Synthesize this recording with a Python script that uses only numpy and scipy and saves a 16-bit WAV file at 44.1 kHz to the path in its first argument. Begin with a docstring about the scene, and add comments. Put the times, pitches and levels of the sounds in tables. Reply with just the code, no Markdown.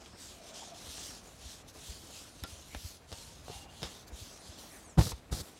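"""A cloth hisses in uneven strokes over a bowling ball, turned close to a chest-worn microphone.
Slipping fibres make the hiss, and the weave whistles faintly when the ball spins. Fingers tap the
ball and sound the air in its holes; its weight thuds on the hands. Near the end it twice bumps the
shirt, with a heavy knock and a short scrape each time. Beneath lie rustle, rumble and a quiet kitchen."""
import sys
import numpy as np
from scipy import signal
from scipy.fft import rfft, next_fast_len
from scipy.io import wavfile
from scipy.ndimage import uniform_filter1d

SR = 44100
rng = np.random.default_rng(int(sys.argv[2]) if len(sys.argv) > 2 else 0)


def generate_wav(signal):
    """Clip the signal to [-1, 1] and save it as 16-bit WAV at the path in sys.argv[1]."""
    frames = np.transpose(np.atleast_2d(signal))
    scaled = np.clip(frames, -1, 1) * 32767
    pcm = np.round(scaled).astype(np.int16)
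    wavfile.write(sys.argv[1], SR, pcm)


N = 246827
TIME = np.arange(N) / SR

# The ball meets the chest. Each row: start in seconds, knock in dB, its tilt in dB per octave,
# slap in dB, drag length in seconds, drag in dB, change over the drag in dB.
BUMPS = [(4.971, -19, 1, -25, 0.158, -38, -1), (5.308, -35.5, -7.5, -45.5, 0.12, -40, -1.5)]


def cloth(gain_db=0.26):
    """Sliding friction makes a broadband hiss that follows the hand's pressure and speed."""
    spectrum = [(700, -9), (1500, -7.5), (2300, -7.5), (2700, -1.5), (3200, 1.5), (4300, 2), (5200, 1),
                (6300, 2), (8000, -3), (10000, -7), (13000, -14.5), (16000, -24)]  # Each row: frequency in Hz, relative density in dB.
    level_db, treble_db = strokes()
    slips = friction(snags_per_s=1000, spread_db=8.5, snag_share=0.033, flutter_db=0.7, flutter_hz=60)
    return amp(level_db + gain_db) * sliding_timbre(colour(slips, spectrum), treble_db)


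def strokes(swell_db=10, peakedness=1.05, grab_s=0.026, rest_db=-69.5, rest_treble_db=-4):
    """Incoherent noises add in power: returns the level and mean treble of all strokes, in dB."""
    # Each row: start, length and time to peak in seconds, level in dB, treble in dB (rising with speed).
    wipes = [(-.02, 0.26, 0.037, -58, -11), (0.163, 0.25, 0.054, -51, -6), (.38, 0.16, .11, -53, -8),
             (0.523, 0.21, 0.037, -48, -10), (0.732, 0.4, .19, -46.5, -7), (.95, 0.26, 0.11, -47, -6),
             (1.17, 0.44, 0.086, -58.5, -5), (1.39, 0.24, 0.12, -49, -8), (1.668, 0.058, 0.017, -54, -4),
             (1.725, 0.36, 0.15, -50, -5), (2.035, 0.29, 0.13, -50.5, -5.5), (2.27, 0.3, 0.13, -58, -7),
             (2.45, 0.55, 0.025, -53, -6.5), (2.66, 0.32, 0.22, -52.5, -1.5), (3.073, 0.36, 0.1, -51, -7),
             (3.423, 0.24, .135, -50, -7), (3.68, .38, 0.22, -53, -6), (4.062, 0.043, .02, -54, -2.5),
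             (4.115, .29, 0.082, -51.5, -5), (4.385, 0.28, 0.089, -53, -8.5),
             (4.565, 0.29, 0.024, -54.5, -1.5), (4.97, .24, 0.052, -54, -6), (5.31, 0.25, 0.14, -56.5, -2),
             (5.54, .12, 0.08, -55, -8)]
    power = np.full(N, amp(rest_db) ** 2)  # the cloth creeps between strokes
    weighted_treble = power * rest_treble_db
    for start, length, rise, db, treble_db in wipes:
        t = TIME - start
        slack = np.clip(np.maximum(1 - t / rise, (t - rise) / max(length - rise, 1e-3)), 0, 1)
        contact = np.clip(np.minimum(t, length - t) / grab_s, 0, 1)
        stroke = contact * amp(db - swell_db * slack ** peakedness) ** 2
        power += stroke
        weighted_treble += stroke * treble_db
    return 10 * np.log10(power), weighted_treble / power


def friction(snags_per_s, spread_db, snag_share, flutter_db, flutter_hz):
    """Stick-slip friction: countless fibres slip, a few snag harder, under an unsteady hand."""
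    snags = (rng.random(N) < snags_per_s / SR) * rng.choice([-1, 1], N)
    strength = amp(spread_db * np.minimum(rng.exponential(1, N), 4))
    slips = np.sqrt(1 - snag_share) * rng.standard_normal(N)
    return (slips + np.sqrt(snag_share) * unit(snags * strength)) * amp(flutter_db * waver(flutter_hz))


def sliding_timbre(x, treble_db, knee_hz=6500, full_hz=11000, neutral_db=-8,
                   patch_db=2.0, patch_hz=520, patch_s=0.059):
    """Faster sliding tilts the spectrum upward; changing folds and gaps add passing resonances."""
    hz, t, spectra = signal.stft(x, SR, nperseg=512, noverlap=384)
    ramp = np.maximum(hz - knee_hz, 0)[:, None] / (full_hz - knee_hz)
    tilt_db = ramp * (np.interp(t, TIME, treble_db) - neutral_db)
    patches = rng.standard_normal(spectra.shape)
    for _ in range(2):
        patches = uniform_filter1d(patches, max(round(patch_hz / hz[1]), 1), axis=0)
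        patches = uniform_filter1d(patches, max(round(patch_s / t[1]), 1), axis=1)
    spectra *= amp(tilt_db + patch_db * unit(patches))
    return signal.istft(spectra, SR, nperseg=512, noverlap=384)[1][:N]


def weave(width_hz=110, rasp_width_hz=800, rasp_db=-6, best_hz=8300, falloff_db=14,
          gain_db=-2, grip_db=1.5, coast_s=0.0217):
    """Periodic excitation: passing threads whistle at pitches set by speed; uneven ones rasp."""
    # Each row: start, length and time to top speed in seconds, top thread rate in Hz,
    # share of that rate lost per second away from the peak, level in dB.
    spins = [(1.975, 0.099, 0.011, 6550, 2.1, -73), (2.279, 0.11, 0.045, 7100, 2.5, -68),
             (4.323, 0.16, 0.13, 7520, 2.7, -63.5), (4.687, 0.13, 0.067, 8780, 4.6, -58),
             (4.8, 0.16, 0.041, 6630, 3.03, -59.5)]
    # A lattice has inharmonic partials. Each row: multiple of the thread rate, level in dB.
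    lattice = [(.705, -3), (1, -3), (1.24, -4), (1.4, -4), (1.72, -10)]
    out = np.zeros(N)
    for start, length, rise, top_hz, braking, db in spins:
        t = np.arange(round(length * SR)) / SR
        from_peak_s = np.hypot(t - rise, coast_s) - coast_s  # rounded around top speed
        rate_hz = top_hz * np.maximum(1 - braking * from_peak_s, 0.1)
        swell = np.sqrt(np.sin(np.pi * t / length))
        for multiple, row_db in lattice:
            hz = multiple * rate_hz
            whistle = narrow_noise(len(t), hz, width_hz)
            rasp = amp(rasp_db) * narrow_noise(len(t), hz, rasp_width_hz)
            grip = amp(grip_db * waver(rate_hz=21)[:len(t)])  # each row grips by itself
            radiation_db = -falloff_db * np.log2(hz / best_hz) ** 2
            add(out, start, amp(db + row_db + radiation_db + gain_db) * swell * grip * (whistle + rasp))
    return out


def taps(chatter_db=3, gain_db=14, upper_hz=1200):
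    """Impulse response: a contact and its dying chatter ring broad modes; padding dulls them."""
    # Finger taps and fabric snags. Each row: start in seconds, level in dB, low-pass corner in Hz,
    # chatter's 60 dB decay time in seconds, hardness as a lift of the upper modes in dB.
    contacts = [(0.06, -40.5, 4470, 0.059, 6), (.868, -38, 1000, .04, -2), (0.981, -38.5, 1400, .033, 8),
                (1.107, -38.5, 1400, 0.073, 14.5), (1.29, -46, 1400, .035, 4),
                (2.437, -31, 7000, 0.0072, 0), (2.438, -28.5, 3020, 0.08, -5.5),
                (2.748, -28.5, 2540, 0.022, -8.5), (3.118, -36.5, 3500, .012, -9),
                (3.127, -30, 5900, 0.037, -9), (3.482, -33.5, 1200, 0.011, -2),
                (3.499, -29.5, 890, 0.095, -11), (3.82, -34, 4500, 0.037, -11),
                (3.8307, -22, 4470, 0.23, -6), (4.375, -47, 9000, 0.015, 13), (4.988, -21, 640, 0.035, -7),
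                (5.012, -25, 1900, 0.021, 3), (5.07, -32, 1300, .025, -14),
                (5.1195, -29, 4000, 0.04, -15.5), (5.326, -28, 1900, 0.025, -10.5)]
    modes = [(290, 540, 0), (480, 170, -3.5), (720, 170, -2), (1070, 89, -10), (1160, 310, -22),
             (1960, 160, -23), (3640, 540, 9.5), (5140, 700, 11), (10900, 3400, 9.5)]  # Each row: frequency and bandwidth in Hz, level in dB.
    out, t = np.zeros(N), np.arange(SR // 8) / SR
    for start, db, corner_hz, t60, hard_db in contacts:
        chatter = rng.standard_normal(len(t)) * np.exp(-np.log(1000) * t / t60)
        force = (t == 0) + amp(chatter_db) * chatter / np.linalg.norm(chatter)
        ring = sum(amp(mode_db + hard_db * (hz > upper_hz)) * resonate(force, hz, width)
                   for hz, width, mode_db in modes)
        ring = band(ring, corner_hz, "lowpass")
        add(out, start, amp(db + gain_db) * ring / np.linalg.norm(ring))
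    return out


def holes(overtone_ratio=3.62, width_ratio=0.53, fall=2.0, pop_s=0.0025, release_share=0.29):
    """Air resonance: a finger hole or cupped hand is a short stopped pipe with one overtone."""
    # Each row: start, length and time to peak in seconds, pitch and bandwidth in Hz,
    # level and relative overtone level in dB.
    hollows = [(0.249, 0.52, 0.22, 663, 130, -57.5, -13), (0.598, 0.05, 0.032, 844, 140, -52.5, -7),
               (0.636, 0.18, 0.078, 690, 120, -53, -16), (2.44, 0.039, 0.00068, 1383, 100, -43, -25),
               (2.676, 0.11, 0.087, 2240, 700, -54, -23), (3.128, .27, 0.013, 922, 80, -63, -4),
               (3.475, 0.42, .023, 776, 196, -54, -5.5), (4.665, 0.16, 0.086, 1850, 910, -61, -13)]
    out = np.zeros(N)
    for start, length, rise, hz, width, db, overtone_db in hollows:
        t = np.arange(round(length * SR)) / SR
        swell = np.minimum(t / rise, 1) * np.exp(-fall * np.maximum(t - rise, 0) / length)
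        release = np.minimum((1 - t / length) / release_share, 1)
        free_share = np.exp(-rise / pop_s)  # sudden unplugging rings; slow rubbing only blows
        ring = np.sqrt(2 * free_share) * np.sin(2 * np.pi * hz * t)
        breath = np.sqrt(1 - free_share) * narrow_noise(len(t), hz, width)
        overtone = amp(overtone_db) * narrow_noise(len(t), overtone_ratio * hz, width_ratio * width)
        add(out, start, amp(db) * swell * release * (ring + breath + overtone))
    return out


def knocks(slap_rise_s=0.018, pivot_hz=107):
    """An impact excites the chest's damped low modes and slaps the shirt flat."""
    modes = [(59, 3, 0.015), (107, -1.5, 0.02), (158.4, 2, 0.014), (323, -12.5, 0.017)]  # Each row: frequency in Hz, level in dB, time to peak in seconds.
    spectrum = [(120, 7.5), (240, 4.5), (400, -2), (490, 1), (620, -10.5), (780, -2.5), (1050, -7.5),
                (1500, -12.5), (2100, -18), (4000, -21.5), (9000, -48)]  # Each row: frequency in Hz, relative density in dB.
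    out, t = np.zeros(N), np.arange(SR // 5) / SR
    for start, knock_db, tilt_db, slap_db, *_ in BUMPS:
        boom = sum(amp(db + tilt_db * np.log2(hz / pivot_hz))
                   * cushion(t, rise) * np.sin(2 * np.pi * hz * t) for hz, db, rise in modes)
        slap = cushion(t, slap_rise_s) * colour(rng.standard_normal(len(t)), spectrum)
        add(out, start, amp(knock_db) * boom + amp(slap_db) * slap)
    return out


def scrapes(edge_s=0.016, lag_s=0.003):
    """Friction starts and stops abruptly as the ball drags on the shirt at each bump."""
    spectrum = [(100, 6), (200, 3.5), (330, -5), (480, -6), (750, -10.5), (1100, -16), (2200, -19.5),
                (3000, -15.5), (3600, -8.5), (4800, -6.5), (8000, -11.5), (12600, -17), (16000, -27)]  # Each row: frequency in Hz, relative density in dB.
    grip = np.zeros(N)
    for start, *_, length, db, change_db in BUMPS:
        t = TIME - start
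        gate = np.clip(np.minimum(t - lag_s, length - t) / edge_s, 0, 1)
        grip += gate * amp(db + change_db * np.clip(t / length, 0, 1))
    slips = friction(snags_per_s=1000, spread_db=0, snag_share=0.21, flutter_db=1.1, flutter_hz=80)
    return grip * colour(slips, spectrum)


def thuds(rise_cycles=0.75):
    """Heavy damping: the ball landing on a hand gives only a few low cycles."""
    landings = [(.876, -44.5, 69), (1.448, -42, 66), (1.884, -37, 65.4), (2.421, -36, 80), (2.52, -43, 83),
                (2.748, -36, 59), (2.842, -35, 80), (3.118, -36.5, 83), (3.549, -45, 61.6),
                (3.822, -36, 153), (3.833, -37.5, 63), (4.119, -37.5, 59), (4.212, -40, 86.6),
                (4.485, -42, 80), (5.059, -31, 103), (5.122, -33.5, 64), (5.397, -37.5, 72)]  # Each row: start in seconds, level in dB, pitch in Hz.
    out, t = np.zeros(N), np.arange(SR // 5) / SR
    for start, db, hz in landings:
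        add(out, start, amp(db) * cushion(t, rise_cycles / hz) * np.sin(2 * np.pi * hz * t))
    return out


def handling(rustle_gain_db=4, rumble_gain_db=3):
    """Friction in crumpling folds rustles dully, and the moving body rumbles in the microphone."""
    movement = [(0.0, -62, -65.5), (0.33, -63.5, -62.5), (0.51, -60.5, -68.5), (1.09, -61, -62),
                (1.54, -64.5, -65), (1.95, -62.5, -60), (2.15, -64, -64.5), (3.12, -66, -62.5),
                (3.37, -64.5, -59), (4.82, -60, -68), (5.0, -64, -69), (5.19, -64.5, -60.5),
                (5.46, -60, -77), (5.6, -67.5, -71)]  # Each row: time in seconds, rustle and rumble in dB.
    # Two spectra. Each row: frequency in Hz, relative density in dB.
    rustle_spectrum = [(100, -12), (180, 4.5), (270, 4.5), (400, 1), (700, 1.5), (900, -3), (1300, -5),
                       (1900, -9.5), (2500, -9.5), (3600, -32), (7000, -51)]
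    rumble_spectrum = [(15, -37), (35, -3), (58, -1.5), (90, -4.5), (160, -10), (260, -21), (500, -71)]
    times, rustle_db, rumble_db = np.transpose(movement)
    folds = friction(snags_per_s=200, spread_db=-0.5, snag_share=0.24, flutter_db=1.5, flutter_hz=21.4)
    rustle = amp(np.interp(TIME, times, rustle_db) + rustle_gain_db) * colour(folds, rustle_spectrum)
    body = colour(rng.standard_normal(N), rumble_spectrum)
    return rustle + amp(np.interp(TIME, times, rumble_db) + rumble_gain_db) * body


def kitchen_echo(x, t60=0.089, wet_db=-17, dull_hz=5000, delay_s=0.006):
    """Reverberation: reflections from cupboards and walls add a faint, exponentially dying tail."""
    t = np.arange(SR // 2) / SR
    reflections = rng.standard_normal(len(t)) * (t > delay_s) * np.exp(-np.log(1000) * t / t60)
    tail = band(reflections, dull_hz, "lowpass")
    return x + amp(wet_db) * signal.fftconvolve(x, tail / np.linalg.norm(tail))[:N]


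def room_noise(level_db=-63):
    """The kitchen's noise floor is steady and strongest in the bass."""
    spectrum = [(25, -25), (60, 5), (130, -6), (200, -11.5), (400, -8.5), (900, -17.5), (1700, -19),
                (4000, -21), (8000, -41), (16000, -41)]  # Each row: frequency in Hz, relative density in dB.
    return amp(level_db) * colour(rng.standard_normal(N), spectrum)


def amp(db):
    """Decibels to amplitude ratio."""
    return 10 ** (np.asarray(db) / 20)


def unit(x):
    """Scales to an rms of one."""
    return x / np.sqrt(np.mean(x ** 2) + 1e-20)


def add(mix, start, sound):
    """Superposes a sound at start seconds."""
    part = mix[max(round(start * SR), 0):][:len(sound)]
    part += sound[:len(part)]


def colour(x, spectrum):
    """Filters x by a curve of (Hz, dB) points, to an rms of one."""
    hz, db = np.transpose(spectrum)
    size = next_fast_len(len(x) + 2048)
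    gain = amp(np.interp(np.log(np.fft.rfftfreq(size, 1 / SR) + 1), np.log(hz), db))
    return unit(np.fft.irfft(rfft(x, size) * gain, size)[:len(x)])


def band(x, edge_hz, kind, order=2):
    """A filter with a maximally flat passband."""
    return signal.sosfilt(signal.butter(order, edge_hz, kind, fs=SR, output="sos"), x)


def resonate(x, hz, width_hz):
    """A resonance of gain one at hz, steady or gliding."""
    phasor = np.exp(2j * np.pi * np.cumsum(hz * np.ones(len(x))) / SR)
    pole = np.exp(-np.pi * width_hz / SR)
    return 2 * (phasor * signal.lfilter([1 - pole], [1, -pole], x / phasor + 1e-18)).real


def narrow_noise(count, hz, width_hz):
    """Noise passed twice through a resonance takes on its pitch."""
    return unit(resonate(resonate(rng.standard_normal(count), hz, width_hz), hz, width_hz))


def waver(rate_hz):
    """A slow random fluctuation with an rms of one."""
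    return unit(band(rng.standard_normal(N), rate_hz, "lowpass"))


def cushion(t, rise_s, steepness=2.14):
    """The envelope of a padded impact swells to one at rise_s and dies."""
    return (t / rise_s * np.exp(1 - t / rise_s)) ** steepness


def scene():
    """The sources superpose at one microphone, which feeds both channels."""
    room = room_noise()
    mix = cloth() + weave() + handling() + thuds() + knocks()
    mix += kitchen_echo(taps() + holes()) + scrapes() + room
    return np.array([mix, mix])


def record(dry, low_cut_hz=38, high_cut_hz=15900):
    """Band limiting: the microphone sheds the deepest bass, and a steep filter the highest treble."""
    thinned = band(dry, low_cut_hz, "highpass", order=3)
    lowpass = signal.firwin(511, high_cut_hz, window=("kaiser", 9), fs=SR)
    return signal.oaconvolve(thinned, lowpass[None], "same", axes=1)


dry = scene()
out = record(dry)
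generate_wav(out)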